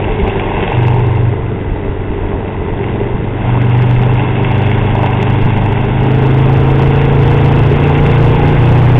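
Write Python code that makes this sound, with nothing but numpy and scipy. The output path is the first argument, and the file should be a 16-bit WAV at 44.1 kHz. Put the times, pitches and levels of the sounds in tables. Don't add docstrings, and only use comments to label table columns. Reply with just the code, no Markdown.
import sys
import numpy as np
from scipy import signal
from scipy.fft import rfft, irfft, next_fast_len
from scipy.io import wavfile

SR = 44100
rng = np.random.default_rng(int(sys.argv[2]) if len(sys.argv) > 2 else 0)


def generate_wav(sig):
    pcm = np.round(np.clip(np.atleast_2d(sig).T, -1, 1) * 32767).astype(np.int16)
    wavfile.write(sys.argv[1], SR, pcm)


N = 396459
TIME = np.arange(N) / SR

# (time [s], four-stroke cycle rate [1/s])
CYCLE_RATE = [(0, 25.67), (1.55, 23.49), (2.45, 23.22), (3.75, 24.44), (4.75, 25.28), (5.15, 25.25),
              (5.6, 25.7), (6.0, 25.83), (8.0, 28.82), (8.6, 29.9), (8.99, 30.38)]
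# (time [s], throttle opening [0-1])
THROTTLE_OPENING = [(0, 0), (3.25, 0), (3.5, .5), (5.95, .5), (6.15, 1), (8.99, 1)]
# (time [s], load [dB])
COMBUSTION_LOAD = [(0.0, -30), (0.72, -26), (1.33, -34.5), (1.45, -37), (2.65, -34.5), (2.88, -31.5),
                   (3.33, -35), (3.5, -28), (3.53, -30.5), (4.68, -27), (6.26, -29), (8.39, -26.5),
                   (8.96, -28), (8.99, -28)]
# (share of the cycle [0-1], relative strength [dB])
FIRING_PATTERN = [(0.039, 0), (.27, 0.5), (.52, 2), (0.778, 0.5)]

# (multiple of the cycle rate, relative level shut [dB], half open [dB], fully open [dB])
BOOM_LINES = [(4, -24.5, -20, -20), (5, -31.5, -16, -12)]
# (cycle rate [1/s], relative level [dB])
THIRD_LINE = [(25.6, -36), (26.4, -23), (28.2, -17.5)]
# (start [s], release begins [s], multiple, relative level held [dB])
BOOM_SWELLS = [(0.715, 1.27, 5, -11.5), (0.724, 1.3, 4, -16.5), (1.333, 1.51, 5, -20),
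               (2.717, 3.44, 5, -22), (3.446, 4.13, 5, -10), (4.475, 5.72, 4, -15), (6.038, 6.55, 4, -18.5),
               (6.069, 7.2, 5, -10.5), (7.142, 7.68, 4, -13), (8.07, 8.31, 4, -10.5), (8.498, 9.0, 5, -13),
               (8.524, 9.0, 4, -7.5)]
# (multiple of the cycle rate, relative level shut [dB], half open [dB], fully open [dB])
GROWL_LINES = [(2, -22, -16.5, -22), (6, -11.5, -31, -12.5), (7, -19, -8.5, -17), (8, -20.5, -8.5, -10),
               (9, -14, -8, -7), (10, -24, -23, -16), (11, -29, -13, -10.5), (11.718, -14.5, -8, -8.5),
               (13.01, -13, -23, -15.5), (15.49, -11.5, -16.5, -11.5), (15.93, -21, -14.5, -11),
               (17.03, -10.5, -15, -8), (17.677, -33, -23, -19.5), (19.099, -14.5, -19, -31.5),
               (21.034, -30, -31, -18.5), (22.25, -20, -28, -25.5), (23.8, -21, -20, -31),
               (26.58, -27, -32.5, -22.5), (28.244, -31.5, -23.5, -18.5), (28.753, -20.5, -29.5, -26),
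               (29.517, -26, -20, -28.5), (50, -30, -35, -23.5), (85.68, -21.5, -21.5, -34)]
# (frequency [Hz], gain [dB])
SILENCER_RESPONSE = [(50, 0), (350, -0.5), (420, 0.5), (474, 3), (492, -5), (620, -3), (720, -1), (790, 6),
                     (860, 5), (950, -4)]
# (start [s], release begins [s], added level [dB])
RASP_SURGES = [(0.801, 1.154, 2), (3.945, 4.215, 3), (4.927, 5.059, 3.5)]

# (frequency [Hz], bandwidth [Hz], relative level [dB])
PIPE_MODES = [(169.44, 50, 0.5), (310.62, 86.5, -2), (406.2, 48.79, 3), (609.96, 57, -19.5)]
RASP_MODES = [(593.92, 100, -2.5), (791.19, 80.48, 3), (915.26, 90.49, 3), (1076, 120, -5)]
CASING_MODES = [(1574.1, 220, -6), (1924.4, 160, -5), (2114.8, 173.42, -3), (2656.8, 130, -2),
                (2822.8, 140, -6), (3377, 290, -12.5)]
VALVE_MODES = [(1599.9, 130, -5.5), (1971.5, 180, 0.5), (2601.3, 400, -15)]

# (time [s], relative strength [dB])
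ROAD_KNOCKS = [(.263, -19), (.492, -13.5), (0.626, -10.5), (0.88, -9.5), (1.093, -20.5), (1.863, -26.5),
               (2.775, -20), (2.839, -14.5), (2.882, -17), (3.706, -15), (3.908, -10.5), (4.352, -13.5),
               (4.962, -14.5), (5.226, -6.5), (5.436, -15)]
# (time [s], peak of the push [dB], time scale [s])
WIND_THUMPS = [(0.231, -0.5, 0.007165), (1.72, -5.5, 0.00467), (1.895, -10, 0.005844),
               (2.106, -5.5, 0.0077), (2.342, -7, 0.00935), (3.144, -3.5, 0.007084), (3.987, -6, 0.011788),
               (5.284, -18, 0.016), (5.445, -5.5, 0.020685), (8.346, -9.5, 0.00822)]
# (frequency [Hz], relative density [dB per Hz])
BUFFET_SPECTRUM = [(10, -18), (22, -5.5), (35, 0.5), (60, -8), (100, -7.5), (170, -14.5), (400, -38),
                   (1000, -68.5)]
RUSH_SPECTRUM = [(100, 0.5), (350, 6), (550, 8.5), (800, -1), (1150, 1), (1450, 5.5), (1800, -3),
                 (2350, -7.5), (2700, -5), (3100, -8.5), (3500, -9.5), (4200, -29)]
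EDDY_SPECTRUM = [(30, -3.5), (220, -2.5), (600, -23.5), (2000, -67.0)]

# (shut [dB], half open [dB], fully open [dB])
EXHAUST_LEVELS = (-19.5, -19, -15.5)
RUSH_LEVELS = (-34, -28.5, -25)

CRANK_START = .5
USUAL_LOAD_DB = -28
RASP_LEVEL_DB, RASP_FOLLOWS = -22.971, 0.8915
CASING_LEVEL_DB, CASING_FOLLOWS = -28.5213, 1.4607
EXHAUST_FOLLOWS = 0.29
SWELL_ATTACK_S, SWELL_RELEASE_S = .07, .09
GROWL_DIP_START_S, GROWL_DIP_END_S, GROWL_DIP_DB = 7.57, 7.7, -5.5
USUAL_CYCLE_RATE, BUFFET_LEVEL_DB, BUFFET_DB_PER_CYCLE, GUST_DB = 25, -21, 1.272, 2
BAND_EDGE_HZ, STOP_EDGE_HZ = 3780, 15900


def boom(cycles, speed, throttle, level_db, waver):
    third_gain = from_db(np.interp(speed, *np.transpose(THIRD_LINE)))
    lines = third_gain * exhaust_line(cycles, 3, waver)
    for multiple, *levels_db in BOOM_LINES:
        gain = by_throttle(throttle, levels_db)
        for start, end, swelling_multiple, held_db in BOOM_SWELLS:
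            if swelling_multiple == multiple:
                gain = gain + swell(start, end) * (from_db(held_db) - gain)
        lines = lines + gain * exhaust_line(cycles, multiple, waver)
    return from_db(level_db) * lines


def exhaust(cycles, speed, throttle):
    silencer_hz, silencer_db = np.transpose(SILENCER_RESPONSE)
    lines = 0
    for multiple, *levels_db in GROWL_LINES:
        gain = by_throttle(throttle, levels_db)
        passed = np.interp(multiple * speed, silencer_hz, from_db(silencer_db))
        lines = lines + gain * passed * exhaust_line(cycles, round(multiple), waver=.15)
    lines = lines * from_db(GROWL_DIP_DB * swell(GROWL_DIP_START_S, GROWL_DIP_END_S))
    puffs = firing_puffs(cycles, decay_s=.004, uneven_db=3.5, steady=0.43, crack=0.13)
    burble = resonate(puffs, PIPE_MODES)
    return from_db(0.9131) * lines + from_db(-0.5 - 3.748 * throttle) * burble


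def exhaust_line(cycles, multiple, waver):
    pattern = sum(from_db(db) * np.exp(-2j * np.pi * multiple * share) for share, db in FIRING_PATTERN)
    phase = 2 * np.pi * multiple * cycles + np.angle(pattern)
    strength = np.sqrt(2) * (1 + waver * drift(4.5))
    return strength * np.cos(phase + waver * drift(2.5))


def firing_puffs(cycles, decay_s, uneven_db, steady, crack):
    clicks = np.zeros(N)
    for share, db in FIRING_PATTERN:
        firing_cycles = np.arange(int(cycles[-1]) + 1) + share
        at = np.searchsorted(cycles, firing_cycles)
        at = at[(at > 0) & (at < N)]
        clicks[at] += from_db(db + uneven_db * rng.standard_normal(len(at)))
    decay = np.exp(-1 / (decay_s * SR))
    puffs = rms_one(signal.lfilter([1], [1, -decay], clicks))
    return (puffs + steady) * rng.standard_normal(N) + crack * rms_one(clicks)


def rasp(cycles):
    puffs = firing_puffs(cycles, decay_s=0.0037, uneven_db=2.5, steady=0.59, crack=0.71)
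    return resonate(puffs, RASP_MODES)


def clatter(cycles):
    knocks = firing_puffs(cycles, decay_s=0.0048, uneven_db=4.0, steady=1.0, crack=0.11)
    return resonate(knocks, CASING_MODES)


def valve_gear(cycles):
    ticks = firing_puffs(cycles, decay_s=0.0013, uneven_db=1.5, steady=0.61, crack=0.45)
    return from_db(-39.5) * resonate(ticks, VALVE_MODES)


def road_knocks():
    shake = 0
    for s, db in ROAD_KNOCKS:
        shake = shake + from_db(db) * np.exp(-np.abs(TIME - s) / 0.0026) * (TIME >= s)
    rattle = resonate(shake * rng.standard_normal(N), RASP_MODES + CASING_MODES)
    return from_db(-3.0) * np.sqrt(np.mean(shake ** 2)) * rattle


def wind(speed, throttle):
    buffet_db = BUFFET_LEVEL_DB + BUFFET_DB_PER_CYCLE * (speed - USUAL_CYCLE_RATE)
    out = from_db(buffet_db + GUST_DB * drift(8)) * coloured_noise(BUFFET_SPECTRUM)
    eddies = coloured_noise(EDDY_SPECTRUM)
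    for s, db, length in WIND_THUMPS:
        u = (TIME - s) / length
        push = np.exp(-u * u) * np.cos(2 * u)
        swirl = 0.34 * np.exp(-(u - 1) ** 2 / 2) * eddies
        out = out + from_db(db) * (push + swirl)
    return out + by_throttle(throttle, RUSH_LEVELS) * coloured_noise(RUSH_SPECTRUM)


def resonate(x, modes):
    out = 0
    for k, (hz, width, db) in enumerate(modes):
        r = np.exp(-np.pi * width / SR)
        top = (-1) ** k * from_db(db) * (1 - r * r) / 2
        out = out + signal.lfilter([top, 0, -top], [1, -2 * r * np.cos(2 * np.pi * hz / SR), r * r], x)
    return rms_one(out)


def coloured_noise(spectrum):
    hz, db = np.transpose(spectrum)
    size = next_fast_len(N)
    bins = np.maximum(np.fft.rfftfreq(size, 1 / SR), 1)
    gain = from_db(np.interp(np.log(bins), np.log(hz), db))
    return rms_one(irfft(rfft(rng.standard_normal(size)) * gain, size)[:N])


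def drift(rate):
    r = np.exp(-80 * np.pi * rate / SR)
    white = rng.standard_normal(N // 40 + 2002)
    slow = signal.lfilter([1], [1, -2 * r, r * r], white)[2000:]
    return np.interp(np.arange(N) / 40, np.arange(len(slow)), rms_one(slow))


def by_throttle(throttle, levels_db):
    return np.interp(throttle, np.linspace(0, 1, len(levels_db)), from_db(levels_db))


def swell(start, end):
    attack = (TIME - start) / SWELL_ATTACK_S
    release = 1 - (TIME - end) / SWELL_RELEASE_S
    return np.clip(np.minimum(attack, release), 0, 1)


def in_time(rows):
    s, *columns = np.transpose(rows)
    return [np.interp(TIME, s, column) for column in columns]


def from_db(db):
    return 10 ** (np.asarray(db) / 20)


def rms_one(x):
    return x / np.sqrt(np.mean(x ** 2) + 1e-20)


def scene():
    speed, = in_time(CYCLE_RATE)
    throttle, = in_time(THROTTLE_OPENING)
    load_db = in_time(COMBUSTION_LOAD)[0] - USUAL_LOAD_DB
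    cycles = CRANK_START + np.cumsum(speed) / SR

    flow = by_throttle(throttle, EXHAUST_LEVELS) * from_db(EXHAUST_FOLLOWS * load_db)
    pipe = boom(cycles, speed, throttle, level_db=1.0, waver=0.09)
    pipe = pipe + flow * exhaust(cycles, speed, throttle)

    surge_db = sum(db * swell(start, end) for start, end, db in RASP_SURGES)
    engine = from_db(RASP_LEVEL_DB + RASP_FOLLOWS * load_db + surge_db) * rasp(cycles)
    engine = engine + from_db(CASING_LEVEL_DB + CASING_FOLLOWS * load_db) * clatter(cycles)
    engine = engine + valve_gear(cycles)
    return (pipe + engine + road_knocks() + wind(speed, throttle))[None]


def overload(x, top, hardness):
    return x / (1 + np.abs(x / top) ** hardness) ** (1 / hardness)


def record(dry):
    saturated = overload(dry, top=0.89782, hardness=5.656)
    band = signal.ellip(10, .3, 90, BAND_EDGE_HZ, fs=SR, output="sos")
    narrow = signal.sosfilt(band, saturated)
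    clipped = np.clip(narrow, -.705, .705)
    ceiling = signal.cheby2(12, 70, STOP_EDGE_HZ, fs=SR, output="sos")
    return signal.sosfilt(ceiling, clipped)


dry = scene()
out = record(dry)
generate_wav(out)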